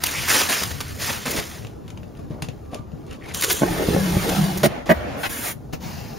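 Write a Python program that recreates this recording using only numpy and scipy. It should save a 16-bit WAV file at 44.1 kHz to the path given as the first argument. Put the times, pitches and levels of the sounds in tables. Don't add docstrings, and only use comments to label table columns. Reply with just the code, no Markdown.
import sys
import numpy as np
from scipy import signal
from scipy.fft import rfft, irfft
from scipy.io import wavfile
from scipy.ndimage import uniform_filter1d

SR = 44100
rng = np.random.default_rng(int(sys.argv[2]) if len(sys.argv) > 2 else 0)


def wrap_up_sound(samples):
    columns = np.atleast_2d(samples).T
    tamed = np.clip(columns, -1, 1)
    steps = np.round(tamed * 32767).astype(np.int16)
    wavfile.write(sys.argv[1], SR, steps)


N = 272538
TIME = np.arange(N) / SR


def gain_of(db):
    return 10 ** (np.asarray(db) / 20)


def evened(x):
    return x / np.sqrt(np.mean(x ** 2) + 1e-20)


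def held(x, length):
    return x / np.sqrt(np.sum(x ** 2) / (length * SR) + 1e-20)


def read(points, hz):
    f, value = np.transpose(points)
    return np.interp(np.log(hz + 1), np.log(f + 1), value)


def add(mix, s, sound):
    part = mix[max(round(s * SR), 0):][:len(sound)]
    part += sound[:len(part)]


def colour(x, points, tilt_db=0, size=4096):
    hz = abs(np.fft.fftfreq(size, 1 / SR))
    level_db = np.maximum(read(points, hz), -80)
    level_db = level_db + tilt_db * np.log2(np.maximum(hz, 150) / 1000)
    log_gain = np.log(gain_of(level_db))
    taps = np.fft.ifft(np.exp(np.conj(signal.hilbert(log_gain)))).real
    return signal.oaconvolve(x, taps[:size // 2])[:len(x)]


def drift(n, per_s):
    knots = rng.standard_normal(n // 32 + 2)
    return np.interp(np.arange(n) * per_s / SR, np.arange(len(knots)), knots)


def snaps(n, per_s, spread_db):
    size = gain_of(spread_db * np.minimum(rng.exponential(1, n), 3.5))
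    happens = rng.random(n) < per_s / SR
    return size * rng.choice([-1, 1], n) * happens


def crackle(n, per_s, spread_db, cycles=2.86, count=20):
    t, out = np.arange(512) / SR, np.zeros(n)
    for hz in np.geomspace(700, 15000, count):
        facet = np.exp(-t * hz / cycles) * np.sin(2 * np.pi * hz * t)
        clicks = snaps(n, per_s / count, spread_db)
        out += signal.oaconvolve(clicks, np.sqrt(hz) * evened(facet))[:n]
    return evened(evened(out) + 1.4 * evened(snaps(n, per_s, spread_db)))


def reshape(x, patch_db):
    z = signal.stft(x, nperseg=512, noverlap=384)[2]
    patches = rng.standard_normal(z.shape[::-1]).T
    blur = np.outer(np.hanning(12), np.hanning(20))
    patches = evened(signal.fftconvolve(patches, blur, "same"))
    return signal.istft(z * gain_of(patch_db * np.tanh(patches)), nperseg=512, noverlap=384)[1][:len(x)]


def rub(points, per_s, spread_db, clump_db, patch_db):
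    clumps = crackle(N, per_s, spread_db) * gain_of(clump_db * drift(N, 130))
    return evened(colour(reshape(clumps, patch_db), points))


def stroke(length, fall, size=6000):
    t = np.arange(size) / SR
    return np.minimum(t / 0.00039, 1) * np.exp(-np.maximum(t - length, 0) / fall)


def ring(modes, detune=0.044, size=6000):
    t, out = np.arange(size) / SR, 0
    for hz, db, t60 in modes:
        shifted_hz = hz * (1 + detune * (2 * rng.random() - 1))
        out = out + gain_of(db - 60 * t / t60) * np.sin(2 * np.pi * shifted_hz * t)
    return out


def blows(rows, modes):
    out, t = np.zeros(N), np.arange(1024) / SR
    for s, db, contact in rows:
        u = 2 * np.pi * t / contact
        sound = signal.fftconvolve(ring(modes), u * np.exp(-u))
        sound = colour(sound, [(30, -9.5), (140, 5.0), (15000, 2.0)])
        add(out, s, gain_of(db) * sound / abs(sound).max())
    return out


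def move(start, rise, hold, db, release_db_per_s):
    t = TIME - start
    gathering = np.clip(t / max(rise, 1e-3), 0, 1)
    return gathering * gain_of(db - release_db_per_s * np.maximum(t - rise - hold, 0))


def moves(rows, release_db_per_s):
    return np.sqrt(sum(move(*row, release_db_per_s) ** 2 for row in rows))


# (frequency [Hz], level [dB])
WRAP_COLOUR = [(59, -24), (100, -14), (287, 0.5), (326, -4), (429, -2), (861, -4), (1800, 0), (4190, -3.5),
               (6260, -3), (7410, -6), (8230, 0), (8950, -8), (15500, -10.5)]
FILM_COLOUR = [(59, -53), (100, -20), (143, -27), (166, -4), (447, -1), (742, -6), (1520, -3), (2520, -6),
               (3180, 1), (5070, -9), (6390, 1), (8230, -0.5), (15500, -12.5)]
# (start time [s], rise [s], hold [s], level [dB])
WRAP_PULLS = [(0.01, .03, .24, -28.5), (0.27, 0.022, 0.1, -17.5), (0.485, 0.01, 0.033, -19.5),
              (0.57, 0.02, 0.015, -28.5), (0.98, 0.04, 0.087, -26.5), (1.252, .008, 0.081, -28.5)]
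WRAP_LOOSE = [(0.0, 0.0067, 1.545, -40.5)]
FILM_GRABS = [(3.335, 0.011, 0.257, -31), (3.47, 0.028, 0.025, -24.5)]
# (time [s], level [dB], length [s], brightness [dB per octave])
CRUMPLES = [(0.037, -12, 0.0033, 1.5), (0.063, -19.5, 0.0076, 6.5), (0.343, -20.5, 0.03, -1),
            (0.407, -19.5, 0.013, -1.5), (0.614, -27.5, 0.015, -5), (0.633, -19, 0.0043, 1.5),
            (0.707, -30, 0.012, -2), (0.804, -25, 0.01, -1), (1.093, -26, 0.017, -3),
            (1.255, -26.5, 0.025, -4.5), (1.307, -24.5, 0.013, 5), (1.363, -25.5, 0.038, -1),
            (3.346, -19.5, 0.0023, 4.5), (3.41, -19, 0.0031, 4), (3.421, -18, 0.0077, 1.5),
            (3.434, -16.5, 0.014, 1.5), (3.499, -17.5, 0.015, 0), (3.515, -16, 0.015, 10),
            (4.29, -23.5, 0.008, -0.5), (4.574, -27, 0.0096, 5.5), (4.632, -17.5, 0.0025, -2.5),
            (4.858, -37, 0.039, -3.5), (4.896, -31, 0.031, 15)]
WRAP_SETTLE_DB_PER_S, FILM_SETTLE_DB_PER_S = 114, 350


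def plastic():
    out = moves(WRAP_PULLS + WRAP_LOOSE, WRAP_SETTLE_DB_PER_S) * rub(WRAP_COLOUR, 6000, 2.34, 0.95, 2.9)
    out += moves(FILM_GRABS, FILM_SETTLE_DB_PER_S) * rub(FILM_COLOUR, 12000, 5.9, 1.0, 1.8)
    for s, db, length, tilt_db in CRUMPLES:
        shape = stroke(length, 0.0031)
        fold = colour(shape * crackle(len(shape), 12000, 2.8), WRAP_COLOUR, tilt_db)
        add(out, s, gain_of(db) * held(fold, length))
    return out


# (frequency [Hz], level [dB])
RUMBLE_COLOUR = [(20, -31), (45, -6.5), (85, 1.5), (130, -0.5), (220, -13.5), (500, -48.5)]
AIR_COLOUR = [(60, -6), (140, 1), (300, -3), (600, -10.5), (1200, -21.5), (2500, -36), (7000, -38),
              (15000, -84)]
# (start time [s], rise [s], hold [s], level [dB])
SWING = [(.56, .06, 0.32, -37.5)]
SWING_RELEASE_DB_PER_S = 58
RUMBLE_DB, RUMBLE_WAVER_DB, RUMBLE_WAVERS_PER_S = -41, 3, 6


def background():
    swell = gain_of(RUMBLE_DB + RUMBLE_WAVER_DB * drift(N, RUMBLE_WAVERS_PER_S))
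    loudness = np.hypot(swell, moves(SWING, SWING_RELEASE_DB_PER_S))
    rumble = loudness * evened(colour(rng.standard_normal(N), RUMBLE_COLOUR))
    air = evened(colour(rng.standard_normal(N), AIR_COLOUR))
    return rumble + gain_of(-42.5 + 0.81 * drift(N, 12)) * air


# (time [s], level [dB], length [s], centre [Hz], width [Hz])
SCUFFS = [(0.054, -30, 0.025, 2840, 700), (0.302, -37, 0.143, 452, 250), (0.143, -32, 0.062, 2290, 450),
          (1.068, -38, 0.037, 830, 398), (1.254, -33, 0.18, 400, 403), (2.29, -42.5, 0.14, 380, 397),
          (2.64, -55.5, 0.224, 1173, 30), (2.72, -37.5, 0.052, 580, 300), (3.04, -62, 0.26, 1130, 30),
          (3.203, -48.5, 0.068, 2040, 800), (3.29, -41.5, 0.035, 2040, 895), (3.411, -35.5, 0.17, 416, 160),
          (3.762, -29, 0.247, 410, 200), (4.25, -35, 0.31, 757, 171)]


def scuffs():
    out = np.zeros(N)
    for s, db, length, hz, width_hz in SCUFFS:
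        n = int(length * SR)
        edges = [max(hz - width_hz / 2, 40), hz + width_hz / 2]
        band = signal.butter(2, edges, "bandpass", fs=SR, output="sos")
        scuff = signal.sosfilt(band, snaps(n, 4000, 5.1)) * signal.windows.tukey(n, .5)
        add(out, s, gain_of(db) * evened(scuff))
    return out


# (frequency [Hz], level [dB])
FINGER_COLOUR = [(150, 8), (400, 22.5), (900, 12), (2200, 11), (3500, 8), (6300, 1.5), (9500, -0.5),
                 (15000, -11)]
TICK_COLOUR = [(200, 13), (700, 15), (1500, 2.5), (2800, 5), (4500, -7.5), (6500, -9.5), (10000, -22.5),
               (15500, -37)]
# (start time [s], rise [s], hold [s], level [dB])
GRIPS = [(1.85, 0.023, 0.026, -54.5), (2.15, 0.016, 0.051, -53.5), (2.295, 0.011, 0.017, -49),
         (2.42, 0.0044, 0.032, -46.5), (2.70, 0.026, 0.029, -46.5), (3.06, 0.053, 0.025, -47.5),
         (3.19, 0.13, .03, -41)]
JAR_HELD = [(1.553, 0.079, 1.6, -64)]
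# (time [s], level before a 12 dB cut [dB], brightness [dB per octave])
TICKS = [(1.648, -21, 4), (1.6687, -23, 5.5), (1.8793, -26, 7), (1.9032, -24, 7), (1.9739, -23.5, 4.5),
         (2.0314, -26.5, 3.5), (2.151, -32, 2), (2.4218, -9.5, 7.5), (2.4863, -16, 4.5), (2.745, -16.5, 8),
         (2.918, -36, 4), (3.0655, -36, 12), (3.1106, -22, 4), (3.1298, -28, 9), (5.734, -16.5, 3)]
# (time [s], peak level [dB], contact time [s])
BUMPS = [(1.384, -21, .004), (1.648, -27, 0.0022), (1.974, -32, 0.0026), (2.193, -27.5, 0.00082),
         (2.305, -19.5, 0.0028), (2.424, -21, 0.0025), (2.484, -24.5, 0.0036), (2.731, -23.5, 0.0004),
         (2.795, -25.5, 0.0049), (2.935, -24, 0.0074), (3.111, -31.5, .003), (5.734, -22.5, 0.0016)]
# (frequency [Hz], level [dB], time to fade by 60 dB [s])
DESK = [(146.6, 9, 0.04), (237.4, -7, 0.2), (301, -0.5, 0.05), (452, -4, 0.11), (672, 1, 0.047),
        (1110, -5.5, 0.091), (1530, -18, .05)]
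GRIP_RELEASE_DB_PER_S = 260


def jar():
    out = moves(GRIPS + JAR_HELD, GRIP_RELEASE_DB_PER_S) * rub(FINGER_COLOUR, 9000, 1.6, 4.9, 2.6)
    for s, db, tilt_db in TICKS:
        shape = stroke(0.00037, 0.0017) + 0.15 * stroke(0.0033, 0.021)
        tick = colour(shape * rng.standard_normal(len(shape)), TICK_COLOUR, tilt_db)
        add(out, s, gain_of(db - 12.0) * held(tick, 0.0014))
    return out + blows(BUMPS, DESK)


# (frequency [Hz], level [dB])
RASP_COLOUR = [(150, -15), (250, 1.5), (306, 6), (437, 2), (757, -8.5), (850, -6.5), (918, -17),
               (1260, -28), (1720, -12), (2500, -29), (3250, -53), (5500, -120)]
TAPE_COLOUR = [(590, -16), (1000, -0.5), (1710, -3), (2360, -3.5), (6260, -7.5), (7530, -9.5), (8060, -4.5),
               (8940, -9), (15500, -13)]
# (frequency [Hz], level [dB], time to fade by 60 dB [s])
BOX = [(163, -36, .07), (189.4, 0, 0.049), (250, -31, 0.029), (345, 6, 0.064), (400, 7, 0.027),
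       (574, 3, 0.061), (643, 3, 0.024), (760, 18.5, 0.0068), (1073, 2.5, 0.072), (1480, 12.5, 0.021),
       (1780, 1, 0.011), (1960, 10, 0.011), (2460, -2, 0.024), (2880, -5, 0.017)]
# (start time [s], hold [s], drumming of the lid [dB], rasp of the board [dB])
PUSHES = [(3.606, 0.21, -29.5, -27), (3.873, 0.11, -26.5, -27), (4.0, 0.091, -25.5, -31.5),
          (4.104, .07, -21.5, -30.5), (4.215, 0.099, -26, -27.5), (4.362, 0.063, -21, -31.5),
          (4.47, 0.19, -27.5, -38)]
PUSH_RISE_S, PUSH_RELEASE_DB_PER_S = 0.011, 218
CUT_START_S, CUT_RISE_S, CUT_HOLD_S, CUT_RELEASE_DB_PER_S = 3.6, 0.022, 1.02, 300
FASTEST_S, HISS_DB, HISS_GROW_DB_PER_S, HISS_FADE_DB_PER_S = 4.354, -29.5, 7, 33
SHIFT_DB = -40.5


def knife():
    drum = signal.oaconvolve(snaps(N, 700, 3.0), ring(BOX[:4], detune=0))[:N]
    drum = colour(drum, [(90, -15.5), (190, 5.0), (250, -16), (400, -20.5), (1500, -43)])
    drum /= np.sqrt(uniform_filter1d(drum ** 2, size=1500) + 1e-12)
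    shudder_colour = [(15, 4), (35, -2), (70, 4.5), (150, -16), (400, -67)]
    shudder = evened(colour(rng.standard_normal(N), shudder_colour))
    rasp = rub(RASP_COLOUR, 4000, 3.2, 0.8, 3.7) + gain_of(-5) * shudder
    tape = rub(TAPE_COLOUR, 14000, 2.4, 1.0, 0.49)
    lid_rows = [(s, PUSH_RISE_S, hold, db) for s, hold, db, _ in PUSHES]
    board_rows = [(s, PUSH_RISE_S, hold, db) for s, hold, _, db in PUSHES]
    pushing = moves(lid_rows, PUSH_RELEASE_DB_PER_S) * drum
    pushing += moves(board_rows, PUSH_RELEASE_DB_PER_S) * rasp
    late = TIME - FASTEST_S
    speed_db = np.minimum(HISS_GROW_DB_PER_S * late, -HISS_FADE_DB_PER_S * late)
    speed = move(CUT_START_S, CUT_RISE_S, CUT_HOLD_S, speed_db, CUT_RELEASE_DB_PER_S)
    return pushing + speed * (gain_of(HISS_DB) * tape + gain_of(SHIFT_DB) * shudder)


# (time [s], peak level [dB], contact time [s])
KNOCKS = [(3.6195, -5.5, 0.0012), (3.629, -18, 0.0006), (3.6335, -3.5, 0.00086), (3.709, -14, 0.003),
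          (3.728, -15, 0.0032), (3.887, -5.5, 0.0042), (3.947, -7, 0.0022), (3.964, -7.5, 0.0011),
          (4.168, -6, 0.0062), (4.292, -20, 0.0012), (4.571, -17.5, 0.00071), (4.635, -10, 0.0003),
          (4.639, -3.5, 0.0011), (4.644, -9.5, 0.0039), (4.668, -9.5, 0.0026), (4.912, -13.5, 0.0035)]


def knocks():
    return blows(KNOCKS, BOX)


# (time [s], level [dB], length [s], slips per second [1/s],
# brightness [dB per octave], fibre crackle [dB], share of flap against box [0-1])
TEARS = [(4.631, -14.5, 0.032, 178, -2.5, -7.5, 0.7), (4.89, -12, 0.03, 240, .5, -21.5, 0.96),
         (5.232, -24.5, 0.033, 540, 7, -17, 0)]
# (frequency [Hz], level [dB], time to fade by 60 dB [s])
FLAP = [(220, 0.5, 0.05), (595, -7, 0.066), (660, 9, 0.02), (790, 4, 0.0082), (1210, -8, 0.051),
        (1490, -16, .025), (1700, 6, 0.011), (1910, 2.5, 0.035), (2320, -27, 0.017), (2930, -29, .015)]


def tears():
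    out = np.zeros(N)
    for s, db, length, per_s, tilt_db, fibre_db, share in TEARS:
        shape, share = stroke(length, 0.0054), np.clip(share, 0, 1)
        n = len(shape)
        bend_s = 0.00061 + 0.0033 * share
        shape = shape * np.minimum(np.arange(n) / SR / bend_s, 1)
        turns = np.cumsum(per_s * np.exp(.35 * drift(n, 300))) / SR
        slips = np.diff(np.floor(turns + 0.966), prepend=0)
        slips = slips + 0.065 * crackle(n, 5000, 4.0)
        board = (1 - share) * ring(BOX, detune=.015) + share * ring(FLAP, detune=0.0097)
        body = signal.fftconvolve(shape * slips, board)[:n]
        body = colour(body, [(50, -24.5), (170, 6.5), (15000, -9)], tilt_db)
        fibres = colour(shape * crackle(n, 6000, 1.0), TAPE_COLOUR)
        add(out, s, gain_of(db) * (held(body, length) + gain_of(fibre_db) * held(fibres, length)))
    return out


# (frequency [Hz], level [dB])
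FLAP_COLOUR = [(35, -49), (60, 5.5), (170, -9.5), (229, 0), (390, -11.5), (564, -4.5), (695, -5),
               (1010, -17), (1130, -15.5), (1240, -16.5), (1750, -16), (4620, -32.5), (15000, -47.5)]
# (start time [s], rise [s], hold [s], level [dB])
FLAP_SLIDES = [(4.665, 0.0091, 0.094, -33), (4.857, .012, 0.32, -33)]
FLAP_RELEASE_DB_PER_S = 170


def flaps():
    return moves(FLAP_SLIDES, FLAP_RELEASE_DB_PER_S) * rub(FLAP_COLOUR, 12000, 2.2, 0.39, 2.0)


# (frequency [Hz], level [dB])
PACKING_COLOUR = [(60, -1), (130, -6), (240, 13.5), (370, 1.5), (700, 2), (1100, -1), (1700, 5), (3000, -1),
                  (4500, -5.5), (6500, -2), (11000, 0.5), (15500, -3)]
# (start time [s], rise [s], hold [s], level [dB])
PACKING_SLIDES = [(5.16, 0.08, 0.036, -36.5), (5.287, 0.011, 0.22, -31.5), (5.41, .04, 0.038, -28)]
PACKING_STOP_DB_PER_S = 750


def packing():
    return moves(PACKING_SLIDES, PACKING_STOP_DB_PER_S) * rub(PACKING_COLOUR, 20000, 1.4, 0.55, 0.82)


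# (frequency [Hz], level [dB])
FOLDER_COLOUR = [(60, -16), (150, 15.5), (400, -1.5), (800, -1), (1300, -8.5), (2700, -8.5), (3500, -15.5),
                 (4400, -9), (6300, -11.5), (9500, -21.5), (14500, -17)]
# (start time [s], rise [s], hold [s], level [dB])
FOLDER_CATCH = [(5.724, 0.0088, 0.0059, -30.5)]
FOLDER_SLIDE = [(5.796, .04, 0.028, -35)]
CATCH_RELEASE_DB_PER_S, FOLDER_SLOWING_DB_PER_S = 650, 22.5


def folder():
    speed = moves(FOLDER_CATCH, CATCH_RELEASE_DB_PER_S) + moves(FOLDER_SLIDE, FOLDER_SLOWING_DB_PER_S)
    return speed * rub(FOLDER_COLOUR, 12000, 1.3, 0.62, 1.5)


def room(x, width, wet_db, near_t60, far_db, far_t60, size=10000, count=7):
    t = np.arange(size) / SR
    decay = gain_of(-60 * t / near_t60) + gain_of(far_db - 60 * t / far_t60)
    decay = decay * (t > .0007)
    place, echoes = TIME * 16, np.zeros((2, N))
    for k in range(count):
        share = np.sin(np.pi / 2 * np.minimum((place - k) % count, 2))
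        tails = decay * rng.standard_normal((2, size)) / np.linalg.norm(decay)
        echoes += signal.oaconvolve((share * x)[None], tails, axes=1)[:, :N]
    mid, side = x + gain_of(wet_db) * echoes[0], colour(echoes[1], width)
    return np.array([mid + side, mid - side])


# (frequency [Hz], side level [dB])
PLASTIC_WIDTH = [(60, -26), (350, -9.5), (800, -1), (1400, -4.5), (2200, -15.5), (6000, -27), (15000, -42)]
DESK_WIDTH = [(40, -20), (130, -4.5), (300, -1.5), (800, 0.5), (2200, -7), (6000, -11), (15000, -15)]
BOX_WIDTH = [(50, -15), (100, -31), (180, -8.5), (330, -9.5), (800, 0.5), (1600, -5), (3500, -3),
             (7000, -11.5), (15000, -9)]
LEFT_LEAN = .14


def scene():
    wrap = room(plastic() + scuffs(), PLASTIC_WIDTH, -10.0, 0.075, 9, 0.38)
    nearby = background() + jar() + folder()
    desk = room(nearby, DESK_WIDTH, -7.5, 0.016, -8.0, 0.16) + LEFT_LEAN * np.array([nearby, -nearby])
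    box = room(knife() + knocks() + tears() + packing(), BOX_WIDTH, -5.5, 0.035, -24.0, 0.29)
    lid = room(flaps(), [(60, -10), (400, 1), (15000, -1)], -3.0, 0.041, 2, 0.31)
    return wrap + desk + box + lid


# (frequency [Hz], phase [half turns])
TWIST = [(6800, 0), (7500, .25), (7750, 1), (8450, 1), (8750, .25), (9800, 0)]
EDGE_HZ = 15750


def record(dry):
    hz = np.fft.rfftfreq(N, 1 / SR)
    bass_cut = hz ** 2 / np.sqrt(hz ** 4 + 26 ** 4)
    mid, side = rfft([dry[0] + dry[1], dry[0] - dry[1]]) / 2 * bass_cut
    angle = np.pi / 2 * read(TWIST, hz)
    mid, side = mid * np.cos(angle), side + 1j * mid * np.sin(angle)
    wide = irfft(np.array([mid + side, mid - side]), N)
    wide = wide / (1 + (wide / .84) ** 6) ** (1 / 6)
    low_pass = signal.firwin(511, EDGE_HZ, window=("kaiser", 9), fs=SR)
    return signal.oaconvolve(wide, low_pass[None], "same")


dry = scene()
out = record(dry)
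wrap_up_sound(out)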